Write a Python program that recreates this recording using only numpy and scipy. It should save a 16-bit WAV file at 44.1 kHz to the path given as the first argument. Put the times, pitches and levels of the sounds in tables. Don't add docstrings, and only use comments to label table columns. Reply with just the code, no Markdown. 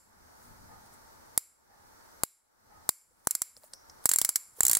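import sys
import numpy as np
from scipy import signal
from scipy.fft import rfft, irfft
from scipy.io import wavfile
from scipy.ndimage import uniform_filter1d

SR = 44100
rng = np.random.default_rng(int(sys.argv[2]) if len(sys.argv) > 2 else 0)


def nominal_scale(level):
    x = np.asarray(level, float) / 20
    return 10 ** x


def master_out(mix):
    frames = np.transpose(np.atleast_2d(mix))
    ceiling = np.clip(frames, -1, 1)
    pcm = np.round(ceiling * 32767).astype(np.int16)
    wavfile.write(sys.argv[1], SR, pcm)


N = 211544
LEAD_S = 0.5


def evened(x):
    return x / np.sqrt(np.mean(x ** 2) + 1e-20)


def read(points, hz):
    f, value = np.transpose(points)
    return np.interp(np.log(hz + 1), np.log(f + 1), value)


def add(mix, s, sound):
    part = mix[..., round(s * SR):][..., :sound.shape[-1]]
    part += sound[..., :part.shape[-1]]


def causal(points, size=1024):
    gain = nominal_scale(read(points, abs(np.fft.fftfreq(size, 1 / SR))))
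    spectrum = np.exp(np.conj(signal.hilbert(np.log(gain + 1e-4))))
    response = np.fft.ifft(spectrum).real[:size // 2]
    return response / np.linalg.norm(response)


def modes(table, spread, detune=.018, size=2048):
    hz, width, db = np.transpose(table)[:, :, None]
    t, chance = np.arange(size) / SR, rng.standard_normal((2, len(table), 1))
    envelope = nominal_scale(db + spread * chance[0]) * np.sqrt(width) * np.exp(-np.pi * width * t)
    ring = (envelope * np.sin(2 * np.pi * hz * (1 + detune * chance[1]) * t)).sum(0)
    return ring / np.linalg.norm(ring)


def noise(colour, same, patchy_db, size=1024):
    hz = np.fft.rfftfreq(size, 1 / SR)
    a, b, c, d, patch = rng.standard_normal((4 * N // size + 5, len(hz), 5)).T
    patch = uniform_filter1d(patch, size=10, axis=0)
    patch = evened(uniform_filter1d(patch, size=12, axis=1))
    same = np.clip(read(same, hz), -1, 1)[:, None]
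    left = a + 1j * b
    right = same * left + np.sqrt(1 - same ** 2) * (c + 1j * d)
    z = np.array([left, right]) * nominal_scale(read(colour, hz)[:, None] + patchy_db * patch)
    return evened(signal.istft(z, nperseg=size, noverlap=size * 3 // 4)[1][:, :N])


def swells(rows):
    t = np.arange(N) / SR
    return sum(nominal_scale(db - 20 * np.maximum((s - t) / rise, (t - s) / fall)) for s, db, rise, fall in rows)


# pitch_hz, density_db (per Hz)
CIRCUIT_COLOUR = [(100, 0), (1500, -0.5), (3500, 3), (5500, 1), (9000, -2), (16000, -4.5)]


def circuit_hiss():
    return nominal_scale(-89) * signal.lfilter(causal(CIRCUIT_COLOUR, size=128), 1, rng.standard_normal((2, N)))


# pitch_hz, density_db (per Hz)
HUSH_COLOUR = [(20, -18), (83, -8), (130, -15.5), (285, -8), (700, -6), (900, -6.5), (1400, -6),
               (2100, -15), (2600, -24.5), (3400, -23.5), (4400, -17.5), (5200, -17.5), (5800, -16),
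               (6400, -18.5), (15000, -23)]
# pitch_hz, coherence (clipped to -1 to 1)
HUSH_LIKENESS = [(60, 0.53), (130, -2.4), (290, -0.41), (640, -0.53), (1410, -0.3), (3100, -0.47),
                 (6820, -0.07), (15000, 0.24)]


def hush():
    duct = modes([(902, 50, 0)], spread=0)
    duct = signal.fftconvolve(rng.standard_normal((2, N)), duct[None], axes=1)[:, :N]
    return nominal_scale(-56.5) * (noise(HUSH_COLOUR, HUSH_LIKENESS, patchy_db=0.55) + nominal_scale(-9.0) * duct)


# peak_s, level_db, rise_s, fall_s
HANDLING_BUMPS = [(.01, -78, 0.13, 0.57), (.3, -68.5, 0.35, 0.17), (.52, -53.5, 0.063, 0.052),
                  (.63, -58, 0.14, 0.29), (1.2, -70.5, 0.25, 0.27), (1.85, -69.5, 0.36, 0.28),
                  (2.68, -67, 0.11, 0.25), (3.14, -63, 0.087, .1), (3.58, -56, 0.08, 0.042),
                  (4.53, -71, 0.097, .19)]


def handling():
    colour = [(20, -9.5), (45, -1.0), (80, 5.5), (130, -14.5), (220, -1.5), (400, -29.5), (1000, -58.0)]
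    low = noise(colour, [(20, 0.34), (400, 0.37)], patchy_db=1.5)
    steady_grip_db = -69.5
    return (nominal_scale(steady_grip_db) + swells(HANDLING_BUMPS)) * low * nominal_scale([[1.2], [-1.2]])


# start_s, level_db
CLOCK_TOCKS = [
    (0.681, -51),
    (1.681, -52),
    (2.691, -50.5),
    (3.68, -69),
]
# pitch_hz, width_hz, level_db
CLOCK_MODES = [(819, 23, -4), (856, 47, 0), (1221, 12, -4), (1780, 130, -7.5)]


def clock():
    out, t = np.zeros((2, N)), np.arange(SR // 2) / SR
    for s, db in CLOCK_TOCKS:
        wash = rng.standard_normal((2, len(t))) * nominal_scale(-60 * t / .65) * np.minimum(t / .03, 1)
        add(out, s, nominal_scale(db) * signal.fftconvolve(wash, modes(CLOCK_MODES, spread=2.5)[None], axes=1))
    return out


def gain_control():
    duck_db, recover_s, recover_bend = -25, 0.38, 2.1
    t, gain_db = np.arange(N) / SR, np.zeros(N)
    for (s, blow_db, low_db, _), (*_, eased_db) in zip(EARLIER_SNAPS + RATCHET_SNAPS, SNAP_DIFFERENCES):
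        depth_db = duck_db + eased_db - max(blow_db + low_db + 26.5, -12)
        climb_s = recover_s * (depth_db / duck_db) ** 0.28
        after = depth_db * np.exp(-(abs(t - s) / climb_s) ** recover_bend) * (t > s)
        gain_db = np.minimum(gain_db, after)
    return nominal_scale(uniform_filter1d(gain_db, size=400))


# start_s, level_db, pitch_hz, rise_s
FRAME_TAPS = [
    (3.109, -69.5, 497, .005),
    (3.567, -65.5, 950, .001),
    (3.571, -56, 540, 0.002),
    (3.6345, -56, 880, 0.0024),
    (3.638, -51, 612, 0.0023),
    (3.737, -59, 543, 0.0036),
    (4.585, -47.5, 463, 0.0022),
]


def finger_taps():
    out, t = np.zeros((2, N)), np.arange(2048) / SR
    for s, db, hz, rise in FRAME_TAPS:
        swell = t / rise * np.exp(1 - t / rise)
        add(out, s, nominal_scale(db) * np.sin(2 * np.pi * hz * t) * swell)
    return out


# peak_s, level_db, rise_s, fall_s
SKIN_RUBS = [(.44, -62.5, 0.13, 0.18), (.86, -62, .031, 0.036), (.94, -56.5, 0.028, 0.027),
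             (1.08, -65.5, .031, 0.038), (3.27, -71, 0.43, 0.0062), (3.575, -54, 0.01, 0.017),
             (3.645, -54.5, 0.062, 0.062), (3.745, -60, 0.041, 0.031), (3.25, -56.5, 0.0018, 0.013),
             (4.041, -54, 0.0018, .005), (4.05, -53, 0.036, 0.0096), (4.595, -46, 0.048, 0.0091)]
# pitch_hz, density_db (per Hz)
SKIN_COLOUR = [(300, -11), (550, -5), (1200, -1.5), (2600, -12), (6000, -5.5), (9500, 4.5), (12000, -0.5),
               (15500, -1.5)]


def skin():
    flicker = nominal_scale(2.5 * evened(uniform_filter1d(rng.standard_normal(N), size=90)))
    hiss = noise(SKIN_COLOUR, [(100, 1.0), (15000, .4)], patchy_db=2.5, size=256)
    return hiss * flicker * swells(SKIN_RUBS)


# pitch_hz, density_db (per Hz)
AXLE_COLOUR = [(30, -5), (300, -17.5), (900, -11), (1400, -10), (2100, -19), (2700, -19.5), (5700, -20),
               (15000, -31)]


def axle():
    t = np.arange(N) / SR
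    times = np.array([row[0] for row in RATCHET_SNAPS] + [RATCHET_SNAPS[-1][0] + .02])
    tooth = np.clip(times.searchsorted(t), 1, len(RATCHET_SNAPS))
    speed = uniform_filter1d(1 / (times[tooth] - times[tooth - 1]), size=400) / 50
    speed = speed * (t > times[0])
    whir = noise(AXLE_COLOUR, [(100, 0.15), (15000, 0.49)], patchy_db=6.0, size=256)
    return nominal_scale(-50.5) * speed ** 2.5 * whir


# pitch_hz, t60_s
WALL_DECAY = [(200, .15), (1000, 0.94), (2200, 0.57), (4500, 0.45), (7300, 0.53), (11000, 0.5),
              (16000, 0.12)]


def room():
    taps = np.zeros((2, SR))
    at = np.arange(200, SR - 20, 20) + rng.integers(0, 20, (2, (SR - 201) // 20))
    np.put_along_axis(taps, at, rng.choice([-1., 1.], at.shape), 1)
    hz, t, z = signal.stft(taps, SR, nperseg=256)
    tail = signal.istft(z * nominal_scale(-60 * t / read(WALL_DECAY, hz)[:, None]), SR, nperseg=256)[1]
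    tail = tail + 0.58 * tail[::-1]
    return tail / np.linalg.norm(tail[0])


# pitch_hz, density_db (per Hz)
RETURNED_COLOUR = [(180, -75.5), (300, -33), (418, -27.5), (723, -50.5), (896, -15), (1740, -23.5),
                   (2200, -11.5), (2680, -33.5), (4120, -13.5), (4630, -6), (6400, -15), (7350, 7),
                   (8350, -7.5), (11000, -2.5), (15800, -6.5)]
# pitch_hz, width_hz, level_db
LINGERING_MODES = [(4010, 97, -10), (4800, 110, -14), (5160, 67, -12), (7100, 90, -5), (7240, 46, 3.5),
                   (7100, 74, -4), (7480, 120, -10), (8510, 140, -11.5), (9760, 120, -3), (11190, 160, -9),
                   (11270, 120, -12.5), (12100, 250, -8.5), (13400, 300, -15.5)]


def snap_into_room():
    colour = np.pad(causal(RETURNED_COLOUR), (0, 1536))
    return colour + nominal_scale(-7.0) * modes(LINGERING_MODES, spread=3.7, detune=.003)


# delay_s, level_db
NEAR_ECHOES = [(.0045, -22), (.009, -38.5), (0.0154, -38), (0.0148, -33), (.0174, -36.5), (0.0192, -42.5)]


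def echoes(x):
    taps = np.zeros((2, 2048))
    for s, db in NEAR_ECHOES:
        taps[[0, 1], round(s * SR) + rng.integers(-8, 8, 2)] = nominal_scale(db)
    taps = signal.lfilter(*signal.butter(3, 3600, "high", fs=SR), taps)
    return x + signal.fftconvolve(x, taps, axes=1)[:, :x.shape[1]]


# pitch_hz, coherence (0 to 1)
STEEL_LIKENESS = [(100, 0.7), (1400, 0.7), (4500, 0.9), (7000, 0.88), (10000, 0.75), (15000, 0.5)]
# pitch_hz, level_db
RIGHT_TILT = [(100, -2), (6000, 1.5), (8500, 0.9), (10500, 3.5), (16000, 1.5)]
# pitch_hz, phase_rad
LEFT_PHASE = [(100, 0), (5000, -.05), (8000, -.2), (11400, -.1), (12500, 2.2), (13500, 2.1), (15300, 0)]


def two_ports(shared, own):
    hz = np.fft.rfftfreq(len(shared), 1 / SR)
    share = np.sqrt((1 - np.clip(read(STEEL_LIKENESS, hz), 0, 1)) / 2)
    facing = nominal_scale(read(RIGHT_TILT, hz) * [[-1], [1]]) * np.exp(1j * read(LEFT_PHASE, hz) * [[1], [0]])
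    pair = np.sqrt(1 - share ** 2) * rfft(shared) + share * rfft(own) * [[1], [-1]]
    return irfft(facing * pair, len(shared))


def knock(peak_db, hz, t60, upper_db):
    t = np.arange(3072) / SR - .004
    drive = rng.standard_normal((2, len(t))) * nominal_scale(-60 * abs(t) / t60) * (t > 0)
    drive[:, t.searchsorted(0)] = 7
    body = modes([(hz, 500, 0), (hz * 1.03, 300, -3), (8200, 600, upper_db), (hz * 1.07, 700, -4),
                  (2100, 500, -16)], spread=0.77)
    pair = two_ports(*signal.fftconvolve(drive, body[None], axes=1)[:, :len(t)])
    return nominal_scale(peak_db) * pair / abs(pair.mean(0)).max()


# pitch_hz, density_db (per Hz)
CRACK_COLOUR = [(880, -69.5), (1500, -71), (2200, -25.5), (2450, -68), (2790, -18.5), (3740, -2.5),
                (4480, -8), (6620, 1), (7540, 13.5), (8170, 2.5), (10900, -4.5), (15400, -5), (16500, -6.5)]
# pitch_hz, width_hz, level_db
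FRAME_MODES = [(2240, 150, -21.5), (5050, 160, -18), (5890, 300, -8), (6810, 290, -10), (8860, 270, -14),
               (9100, 300, -19), (10000, 180, -13), (10990, 360, -6.5), (12620, 1200, 1.5),
               (13940, 650, -4), (15400, 600, -8)]
# pitch_hz, width_hz, level_db
CYLINDER_MODES = [(7280, 170, -3), (7480, 150, -3), (7690, 170, 0)]


def steel_body(frame_db, ring_db, edge_db, under_db, latch_db, rested):
    ringing = nominal_scale(-5) * modes(FRAME_MODES, spread=2.5) + nominal_scale(-6) * modes(CYLINDER_MODES, spread=2.1)
    ringing = signal.lfilter(*signal.butter(2, 1800, "high", fs=SR), ringing)
    body = np.pad(causal(CRACK_COLOUR), (0, 1536)) + ringing
    held_db = -9 * rested
    balance = [(2000, 0.001), (3400, under_db), (4900, frame_db / 2), (5900, latch_db - frame_db),
               (6700, latch_db - frame_db / 2), (7500, held_db + ring_db), (8600, 0.00065), (12000, edge_db)]
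    return np.convolve(body, causal(balance))


# pitch_hz, level_db
THUD_COLOUR = [(20, -2), (100, -1), (400, -0.5), (1000, 2.5), (1600, -1), (2300, -17), (4000, -64.5)]
REST_S = 0.61


def snap(blow_db, low_db, t60, rest, frame_db, ring_db, edge_db, lean_db, again_ms, rebound_db, under_db,
         unevenness, latch_db):
    t = np.arange(3072) / SR - .004
    late, rested = t - again_ms / 1000, min(rest / REST_S, 1)
    hard = nominal_scale(-2 * .02 / rest)
    slide = nominal_scale(-52) * np.exp(np.minimum(t, 0) / .0006) * (t < 0)
    chatter = nominal_scale(-5.5 - 82.7 * abs(t / t60) ** 0.82) * (t > 0)
    landings, touch_s = [(t, 0), (late, rebound_db)], .00027
    blows = 0.55 * hard * sum(nominal_scale(db) * np.exp(-abs(u) / touch_s) * (u > 0) for u, db in landings)
    grains = rng.standard_normal((2, len(t))) * nominal_scale(1.5 * rng.standard_normal((2, len(t))))
    drive = evened(grains) * (slide + chatter + blows)
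    touches = [t.searchsorted(0) + 1, late.searchsorted(0) + 1]
    drive[:, touches] = 2.3 * hard * nominal_scale(np.array([0, rebound_db]))
    body = steel_body(frame_db, ring_db, edge_db, under_db, latch_db, rested)
    pair = two_ports(*signal.fftconvolve(drive, body[None], axes=1)[:, :len(t)])
    pair = nominal_scale(13.5) * pair * np.clip((t + .0026) / .002, 0, 1) / np.linalg.norm(pair.mean(0))
    thud = np.pad(causal(THUD_COLOUR), (round(.0043 * SR), len(t)))[:len(t)]
    uneven_pulse = np.tanh(unevenness + .2 * rng.normal()) * np.roll(thud, 40) * [[.4], [-.8]]
    leaning = thud * nominal_scale(lean_db * np.array([[1], [-1]]))
    return nominal_scale(blow_db) * (pair + nominal_scale(low_db + 22.0) * (leaning + uneven_pulse))


# start_s, blow_db, low_thud_db, chatter_t60_s
RATCHET_SNAPS = [(1.3756, -5, -27, 0.031), (2.2338, -9.5, -17, 0.025), (2.8904, -4.5, -18.5, 0.019),
                 (3.2706, -9, -14.5, 0.02), (3.3084, -11.5, -46.5, 0.036), (3.3503, -12.5, -32.5, 0.032),
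                 (3.4176, -12, -29.5, 0.045), (4.0555, -5, -22, 0.061), (4.0903, -6.5, -29, 0.05),
                 (4.1135, -9, -31, 0.048), (4.1349, -8.5, -38, 0.054), (4.159, -7.5, -32, 0.028),
                 (4.185, -8.5, -34.5, 0.057), (4.214, -8.5, -23.5, 0.043), (4.2471, -8.5, -36, 0.062),
                 (4.29, -9.5, -28.5, 0.048), (4.3571, -7.5, -36.5, 0.057), (4.6053, -4.5, -22.5, 0.018),
                 (4.6315, -7.5, -39, 0.027), (4.6506, -7.5, -36.5, 0.032), (4.6651, -8, -38, 0.025),
                 (4.6802, -8, -51, 0.04), (4.6955, -9, -46, 0.036), (4.7124, -7.5, -40, 0.054),
                 (4.7305, -7.5, -35, 0.066), (4.7492, -7, -51, 0.069), (4.7687, -8.5, -27.5, 0.045),
                 (4.7891, -10.5, -36, 0.084)]
# start_s, blow_db, low_thud_db, chatter_t60_s
EARLIER_SNAPS = [(-0.14, -6, -45, .025)]
# frame_over_latch_db, cylinder_ring_db, edge_db, lean_left_db
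TOOTH_CONTACTS = [(0, 0, 0, 0), (11, -0.5, -1, 4), (1, 4, 3.5, 5.5), (8, 2.5, 0, 2.5), (-3, -6.5, 1, -1),
                  (-1, -2, 1.5, -10), (-2, -6, -2, -2.5), (-3, -4, -3, 5), (1, -1, -0.5, -0.6),
                  (-5, -2, 2, 1.5), (-1, -6, -1.5, 7), (5, 1, 0, -3), (0, 2, 2, 6), (-2, 0, -1, 4.5),
                  (3, -2, 1.5, 1.2), (5, -1, 0.5, -6.5), (1, 1, 0, -4), (1.5, -5, -3, -8),
                  (-2, 3.5, -6.5, 2), (-4, -1, 3, -5), (-6, 4, 5, 4.5), (-3, 2, 2, 4.5), (-7, 1, 2, 0),
                  (11, -4, -1.5, -12), (-4.5, -12, -2, -9), (4, -10, -1, -8), (6, -2, -2, 17),
                  (3, -7, -1, -2), (-2.5, -5, -2.5, 8)]
# over_first_db, low_edge_db
PAWL_BOUNCES = [(0, 0), (7, -7), (6, -2), (8, -0.5), (-5, -2), (-14, 0), (-10, -5.5), (-1, -5.5), (7, -2.5),
                (0, 3), (-3, -1), (3, 1), (-15, -1), (5, -4), (7, 8), (4, -4), (-0.5, -3), (-1, -3),
                (-7, -5), (-9, 2.5), (-1, 5.5), (4, 2.5), (8, -4), (-9, -2.5), (-3, 0), (3, -0.5), (8, 3.5),
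                (-12, -2.5), (-1, 0)]
BOUNCE_DELAYS = [1.2, 1.1, .45, .55, 1, 2, .7, .9, .9, .9, .7, 2, 1.2, .8, .5, 1.4, 1, 1, 1.3, 1.2, 1.2, 1,
                 1.8, 1, 1.9, 1.5, 1.8, 1.2, .7]
# unevenness of the low pulse (-1 to 1), latch_ring_db,
# gain_drop_eased_db
SNAP_DIFFERENCES = [(0, 0, -0.5), (0, 1.5, 0), (0, -5.5, -2), (0, 0, 5), (0, -2.5, 0), (0, -2, 0), (0, -5, 0),
                    (0, -3, 0), (0, -3, 0), (0, 0, 0), (0, -1, 0), (0, -1, 0), (0, -1, 0), (0, -3, 0), (0, 2, 0),
                    (0, 4.5, 0), (0, 0.5, 0), (0, 0, 0), (0, -7, 0), (0, -1, 0), (0, -2, 0), (0, 1, 0), (0, 0, 0),
                    (0, 3, 0), (0, -0.5, 0), (0, 0, 0), (0, 3, 0), (0, -1, 0), (0, -0.5, 0)]
# start_s, peak_db, pitch_hz, t60_s, upper_mode_db
SLACK_KNOCKS = [
    (3.1094, -70.5, 5640, 0.015, -12.5),
    (3.5668, -35.5, 4730, 0.0065, 2),
    (3.635, -42, 4630, 0.0088, 1),
    (3.7335, -40, 4330, 0.0053, -13.5),
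    (3.7357, -26.5, 5440, 0.019, 7),
    (3.898, -35, 5460, 0.018, -11),
]


def revolver():
    near, far = np.zeros((2, N + SR)), np.zeros((3, 2, N + SR))
    snaps = EARLIER_SNAPS + RATCHET_SNAPS
    rests = np.diff([row[0] for row in snaps], prepend=-.5)
    for k, (s, blow_db, low_db, t60) in enumerate(snaps):
        room_db = -14 - 8.5 * min(rests[k] / REST_S, 1)
        sound = snap(blow_db, low_db, t60, rests[k], *TOOTH_CONTACTS[k], BOUNCE_DELAYS[k],
                     *PAWL_BOUNCES[k], *SNAP_DIFFERENCES[k][:-1])
        add(near, s + LEAD_S - .003, sound)
        add(far[k % 3], s + LEAD_S, nominal_scale(blow_db + room_db + 11) * snap_into_room()[None])
    for k, (s, peak_db, hz, t60, upper_db) in enumerate(SLACK_KNOCKS):
        add(near, s + LEAD_S - .004, knock(peak_db, hz, t60, upper_db))
        band = signal.butter(2, [hz * .94, hz * 1.08], "band", fs=SR)
        ring = signal.lfilter(*band, nominal_scale(peak_db) * np.eye(1, 400, 180))
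        add(far[k % 3], s + LEAD_S - .004, nominal_scale(14.5) * (t60 / 0.022) ** 2 * ring)
    far = sum(signal.fftconvolve(part, room(), axes=1)[:, :N + SR] for part in far)
    return echoes(near)[:, SR // 2:][:, :N], far[:, SR // 2:][:, :N]


# pitch_hz, level_db
PORT_RESPONSE = [(100, 0), (2100, -2.5), (2600, -12), (3200, -10), (4200, 0.5), (16000, -1.5)]


def scene():
    near, far = revolver()
    background = gain_control() * (hush() + clock() + handling())
    faint = far + skin() + finger_taps() + background + axle() + circuit_hiss()
    edge = signal.firwin(767, 15800, window=("kaiser", 8), fs=SR)
    port = causal(PORT_RESPONSE)
    near = signal.oaconvolve(near, port[None] / port.sum(), axes=1)[:, :N]
    return near + signal.oaconvolve(faint, edge[None], "same", axes=1)


def low_pass(x):
    return signal.sosfilt(signal.butter(12, 17150, fs=SR, output="sos"), x)


def record(dry):
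    held = .56 * np.tanh(dry / .56)
    edge = signal.firwin(255, 16600, window=("kaiser", 8), fs=SR)
    held = signal.oaconvolve(held, edge[None], "same", axes=1)
    return low_pass(held)


dry = scene()
out = record(dry)
master_out(out)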